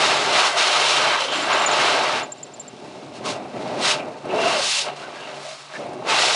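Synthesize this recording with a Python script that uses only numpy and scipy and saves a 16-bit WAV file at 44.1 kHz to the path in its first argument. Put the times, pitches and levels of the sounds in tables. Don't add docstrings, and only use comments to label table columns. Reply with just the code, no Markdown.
import sys
import numpy as np
from scipy import signal
from scipy.fft import rfft, irfft, next_fast_len
from scipy.io import wavfile

SR = 44100
rng = np.random.default_rng(int(sys.argv[2]) if len(sys.argv) > 2 else 0)


def wav_out(sig):
    wavfile.write(sys.argv[1], SR, np.round(np.clip(np.atleast_2d(sig).T, -1, 1) * 32767).astype(np.int16))


N = 280035
TIME = np.arange(N) / SR
STEPS = TIME[::40]


def from_db(db):
    return 10 ** (np.asarray(db) / 20)


def rms_one(x):
    return x / np.sqrt(np.mean(x ** 2) + 1e-20)


def drift(rate_hz):
    hz = np.arange(N // 2 + 1) * SR / N
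    spectrum = rfft(rng.standard_normal(N))
    return rms_one(irfft(spectrum / (1 + (hz / rate_hz) ** 2), N))


def coloured(x, spectrum):
    size = next_fast_len(N)
    hz = np.maximum(np.arange(size // 2 + 1) * SR / size, 1)
    points_hz, points_db = np.transpose(spectrum)
    gain = from_db(np.interp(np.log(hz), np.log(points_hz), points_db))
    low_end = np.minimum(hz / points_hz[0], 1)
    high_end = np.minimum(points_hz[-1] / hz, 1) ** 2
    return rms_one(irfft(rfft(x, size) * gain * low_end * high_end, size)[:N])


def resonance(x, hz, width_hz):
    r = np.exp(-np.pi * width_hz / SR)
    numerator = np.array([1, 0, -1]) * (1 - r * r) / 2
    denominator = [1, -2 * r * np.cos(2 * np.pi * hz / SR), r * r]
    return signal.lfilter(numerator, denominator, x)


def drops(per_s, size_db, clump_db, clump_hz):
    hit = rng.random(N) < per_s / SR
    sizes = from_db(size_db * np.minimum(rng.exponential(1, N), 4))
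    signs = rng.choice([-1, 1], N)
    gushes = from_db(clump_db * drift(clump_hz))
    return rms_one(hit * sizes * signs * gushes)


def swell_db(start_s, hold_s, rise_s, fall_s):
    before = np.maximum((start_s - STEPS) / rise_s, 0)
    after = np.maximum((STEPS - start_s - hold_s) / fall_s, 0)
    return -19.5 * (before + after) ** 1.34


def together_db(levels_db):
    power = sum(10 ** (np.maximum(db, -200) / 10) for db in levels_db)
    return np.interp(TIME, STEPS, 10 * np.log10(power))


def brush_levels():
    # start_s (full contact), hold_s, rise_s, fall_s, roof_db, door_db (peaks before trim)
    brush_passes = [(0.0, 0.35, .1, 0.27, -39.5, -24.5), (0.643, 0.34, 0.25, .12, -49, -26.5),
                    (1.012, 0.063, .08, 0.27, -43, -25.5), (1.326, 0.16, 0.12, 0.16, -48, -30.5),
                    (1.51, 0.14, 0.077, 0.052, -41, -25), (1.687, .3, 0.025, 0.3, -39.5, -22.5),
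                    (2.151, .04, .08, 0.14, -38, -29), (2.447, .15, 0.46, 0.49, -46, -45),
                    (2.855, 0.26, 0.32, 0.18, -42.5, -40.5), (3.27, 0.05, 0.16, 0.35, -33, -29),
                    (3.545, .27, 0.017, 0.093, -34, -32), (3.817, 0.023, 0.33, 0.27, -39.5, -25.5),
                    (3.99, 0.044, 0.13, 0.29, -36.5, -30.5), (4.248, 0.073, 0.017, .1, -37.5, -30),
                    (4.345, 0.029, 0.11, 0.25, -33.5, -21), (4.461, 0.063, .1, .2, -36, -27),
                    (4.875, .01, 0.087, 0.12, -49, -30.5), (5.043, 0.34, 0.39, 0.11, -48, -37.5),
                    (5.797, 0.3, 0.087, 0.18, -39.5, -33.5), (6.117, 0.19, 0.15, .1, -47, -25.5)]
    roof, door = [-57], [-49]
    for start_s, hold_s, rise_s, fall_s, roof_db, door_db in brush_passes:
        swell = swell_db(start_s, hold_s, rise_s, fall_s)
        roof.append(roof_db + swell)
        door.append(door_db + swell)
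    return together_db(roof), together_db(door)


def body_drumming(roof_db, door_db):
    # pitch_hz, density_db (per Hz)
    roof_colour = [(25, -30.5), (55, -26), (85, -15.5), (113, -5.5), (140, -0.5), (170, -3), (205, 1),
                   (245, 3.5), (300, 1), (480, -6.5), (900, -24)]
    # pitch_hz, density_db (per Hz)
    door_colour = [(90, -42), (190, -26.5), (280, -10.5), (370, -3), (480, -2), (620, 1.5), (800, -3),
                   (1100, -10), (1700, -20), (2700, -21), (3400, -45), (9000, -43)]
    roof = coloured(drops(per_s=4000, size_db=2, clump_db=1, clump_hz=15), roof_colour)
    door = coloured(drops(per_s=5000, size_db=1.5, clump_db=1.3, clump_hz=35), door_colour)
    roof_trim_db, door_trim_db = -1.3, -4.0
    return from_db(roof_db + roof_trim_db) * roof + from_db(door_db + door_trim_db) * door


def jet_levels():
    # start_s (full on), hold_s, rise_s, fall_s,
    # glass_db, spray_db (peaks before trim), aim_db (lift of the spray's top before trim)
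    jet_passes = [(0.02, 0.049, 0.2, 0.61, -22, -23.5, -26), (0.378, 0.088, 0.23, 0.068, -22.5, -23.5, -22),
                  (0.488, .07, .05, .05, -28.5, -35.5, 7), (0.574, .33, .02, 0.54, -23.5, -23.5, -24),
                  (1.019, 0.12, 0.15, .15, -24, -30.5, -28), (1.208, 0.0096, 0.044, 0.16, -29.5, -28, -27),
                  (1.328, 0.063, 0.073, 0.45, -26.5, -33.5, 1.5), (1.51, 0.14, 0.07, 0.022, -23, -33, -1),
                  (1.679, 0.51, 0.048, 0.083, -24.5, -31, -26), (1.807, 0.087, 0.21, 0.27, -25, -27.5, -22),
                  (2.897, 0.076, .3, .3, -50, -53.5, -5), (3.157, 0.025, 0.06, .05, -45.5, -43, -4),
                  (3.26, 0.041, 0.04, 0.12, -31.5, -34, 3.5), (3.698, 0.29, 0.38, 0.074, -38, -43.5, -14.5),
                  (3.857, 0.058, 0.092, 0.08, -26, -21.5, -9), (4.456, .09, .2, 0.17, -25.5, -29, -18),
                  (4.672, .11, 0.23, 0.13, -33.5, -28.5, 11.5),
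                  (4.873, 0.0078, 0.051, 0.085, -31.5, -47.5, 0),
                  (4.966, 0.084, .03, .03, -40.5, -51, 12.5), (5.16, 0.16, .45, 0.23, -38, -47, 0),
                  (5.45, 0.049, 0.2, 0.39, -40, -45.5, 14), (5.742, 0.032, 0.076, 0.22, -38, -46, 5),
                  (6.096, .05, 0.048, 0.24, -22.5, -24.5, -19), (6.21, 0.23, 0.11, .2, -27.5, -23.5, -2.5)]
    focus = 1.425
    glass, spray, top = [-48.5], [-51], [-51 + 4]
    for start_s, hold_s, rise_s, fall_s, glass_db, spray_db, aim_db in jet_passes:
        swell = swell_db(start_s, hold_s, rise_s, fall_s)
        glass.append(glass_db + swell)
        spray.append(spray_db + focus * swell)
        top.append(spray[-1] + aim_db)
    spray_db = together_db(spray)
    return together_db(glass), spray_db, together_db(top) - spray_db


def window_splash(level_db):
    # pitch_hz, density_db (per Hz)
    window_colour = [(120, -42), (300, -24.5), (600, -5), (950, 1.5), (1400, 0.5), (1750, -4), (2300, -5),
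                     (3000, -6), (4200, -10), (7000, -31.5), (10000, -52)]
    per_s = 9000 * from_db(0.45 * (level_db + 25))
    impacts = drops(per_s, size_db=2.5, clump_db=0.94, clump_hz=31)
    trim_db = -1.5
    return from_db(level_db + trim_db) * coloured(impacts, window_colour)


def fine_spray(level_db, aim_db):
    # pitch_hz, density_db (per Hz)
    spray_colour = [(900, -10.5), (2000, -4), (2900, 0.5), (3900, 1), (5000, -2), (6500, -6.5), (8000, -11),
                    (10000, -16.5)]
    per_s = 16000 * from_db(0.4 * (level_db + 28.5))
    hiss = coloured(drops(per_s, size_db=2.0, clump_db=1.0, clump_hz=35), spray_colour)
    top = signal.sosfilt(signal.butter(1, 7000, "high", fs=SR, output="sos"), hiss)
    trim_db, top_trim_db = -1.0, -1.5
    return from_db(level_db + trim_db) * (hiss + from_db(aim_db + top_trim_db) * top)


def cabin(x):
    # pitch_hz, width_hz, lift_db (of each one alone)
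    modes = [(112, 10, 1), (396, 43, 4.5), (612.7, 14.7, 8), (720, 87, 4), (882, 38, 5.5), (1138, 75, 3),
             (1280, 45, 4), (1561, 22, 6), (1955, 25, 5.5), (2160, 89, 4), (2362, 27, 5.5), (2588, 40, 5),
             (2737, 50, 6.5), (3012, 37, 3), (3530, 32, 3), (3750, 60, 4), (4005, 45, 4.5), (4406, 94, 4.5),
             (4420, 42, -8), (5320, 92, 3)]
    coloration = sum((from_db(lift_db) - 1) * resonance(x, hz, width_hz) for hz, width_hz, lift_db in modes)
    return x + coloration


def motor(door_db):
    idle_hz, sag_hz = 145.1, 2.47
    waver_hz, waver_db, waver_rate_hz = 1.34, 2.5, 3.3
    air_db, contact_db = -60.5, -27.5
    load = from_db(door_db - door_db.max())
    hz = idle_hz - sag_hz * load + waver_hz * np.sqrt(load) * drift(waver_rate_hz)
    level = from_db(air_db) + from_db(contact_db + door_db)
    wavering = level * from_db(waver_db * drift(waver_rate_hz))
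    return wavering * np.sqrt(2) * np.sin(2 * np.pi * np.cumsum(hz) / SR)


def stray_rings(glass_db, count):
    lowest_hz, highest_hz = 555, 2360
    width_share, relative_db, spread_s = 0.074, -5, 0.019
    when, pitch = rng.random((count, 2)).T
    at = (when * (N - 1)).astype(int)
    pitches = lowest_hz * (highest_hz / lowest_hz) ** pitch
    return [(i / SR, hz, width_share * hz, glass_db[i] + relative_db, spread_s)
            for i, hz in zip(at, pitches)]


def ringing_spots(strays):
    # centre_s, pitch_hz, width_hz (of each filter), level_db (before trim),
    # spread_s (standard deviation of the bell-shaped swell)
    set_rings = [(0.555, 640, 100, -24, 0.018), (0.922, 3110, 159, -31.5, 0.39),
                 (1.041, 940, 122, -32, 0.063), (1.276, 535, 106.6, -29, 0.046),
                 (1.338, 3150, 600, -26.5, 0.047), (1.393, 293, 99, -31.5, 0.061),
                 (1.599, 1090, 450, -24.5, 0.022), (1.951, 696, 80, -43, 0.078),
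                 (3.283, 1076, 140, -29, 0.024), (4.002, 2500, 420, -33.5, 0.02),
                 (4.308, 2680, 500, -32, 0.011), (4.356, 399, 60.6, -26.5, 0.057),
                 (4.373, 658, 90, -21.5, 0.029), (4.478, 667, 70.7, -20, 0.046),
                 (4.481, 2750, 150, -29, 0.085), (4.58, 574, 70, -25.5, 0.04), (4.63, 3770, 160, -33, 0.02),
                 (4.82, 2770, 198, -35, 0.068), (4.879, 710, 130, -31.5, 0.025),
                 (5.05, 1460, 198, -41.5, 0.019), (5.24, 2800, 350, -41, .04), (5.48, 624, 79, -32, 0.039),
                 (5.757, 1750, 170, -31.5, 0.012), (5.76, 2220, 241, -40, 0.011),
                 (5.812, 527, 70, -27, 0.019), (5.95, 340, 110, -39, 0.066)]
    trim_db = -2
    out = np.zeros(N)
    for centre_s, hz, width_hz, level_db, spread_s in list(set_rings) + strays:
        near = np.abs(TIME - centre_s) < 0.5
        noise = rng.standard_normal(near.sum())
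        tone = resonance(resonance(noise, hz, width_hz), hz, width_hz)
        swell = np.exp(-0.5 * ((TIME[near] - centre_s) / spread_s) ** 2)
        out[near] += from_db(level_db + trim_db) * rms_one(tone) * swell
    return out


def collar_tag():
    # start_s, lower_db, upper_db (modes before trim),
    # free_s (time until it is caught again)
    clinks = [(1.350, -37, -38, .016), (1.368, -41, -39, .022), (1.424, -41, -34, .024),
              (1.529, -24, -42, .013), (1.562, -41, -44, .012), (1.595, -35, -37, 0.015),
              (1.618, -38, -36, .022), (1.661, -13.5, -38, 0.021), (1.712, -23, -35, .03),
              (2.231, -31, -44, 0.028), (2.32, -36, -29, 0.011), (2.38, -52, -47, 0.0064),
              (2.43, -30, -31.5, 0.0088), (2.466, -66, -54, 0.029), (2.537, -39, -43, 0.012),
              (2.597, -36, -31, 0.02), (2.679, -45, -37.5, .0098)]
    tag_hz = [6988, 7364]
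    free_t60_s, caught_t60_s = 0.084, 0.023
    lower_trim_db, upper_trim_db = 0.5, 6.0
    out = np.zeros(N)
    t = np.arange(SR // 8) / SR
    for start_s, lower_db, upper_db, free_s in clinks:
        decay = from_db(-60 * (t / free_t60_s + np.maximum(t - free_s, 0) / caught_t60_s))
        gains = from_db([lower_db + lower_trim_db, upper_db + upper_trim_db])
        ring = gains @ np.sin(2 * np.pi * np.outer(tag_hz, t)) * decay
        contact = np.exp(-t / 0.0008)
        tick = from_db(-13) * gains.sum() * rng.standard_normal(len(t)) * contact
        start = round(start_s * SR)
        out[start:start + len(t)] += ring * (1 - contact) + tick
    return out


def strip_slaps(level_db, decay_s):
    # start_s, peak_db (relative to level_db)
    slaps = [(2.875, -27), (3.547, -32), (4.254, -26.5), (5.864, -24), (5.933, -22.5)]
    # pitch_hz, density_db (per Hz)
    slap_colour = [(150, -14), (380, 3), (620, 3), (1000, -1), (2000, -20), (4000, -30), (9000, -20)]
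    splash = sum(from_db(peak_db) * (TIME >= start_s) * np.exp(-np.abs(TIME - start_s) / decay_s)
                 for start_s, peak_db in slaps)
    return from_db(level_db) * splash * coloured(rng.standard_normal(N), slap_colour)


def scene():
    roof_db, door_db = brush_levels()
    glass_db, spray_db, aim_db = jet_levels()
    body = body_drumming(roof_db, door_db) + strip_slaps(level_db=-10.5, decay_s=0.0073)
    water = body + window_splash(glass_db) + fine_spray(spray_db, aim_db)
    rings = ringing_spots(stray_rings(glass_db, count=30))
    mono = cabin(water) + rings + motor(door_db) + collar_tag()
    return np.array([mono, mono])


def record(dry):
    rounded = np.tanh(dry)
    top_cut = signal.ellip(12, 0.2, 80, 10250, fs=SR, output="sos")
    return signal.sosfilt(top_cut, rounded)


dry = scene()
out = record(dry)
wav_out(out)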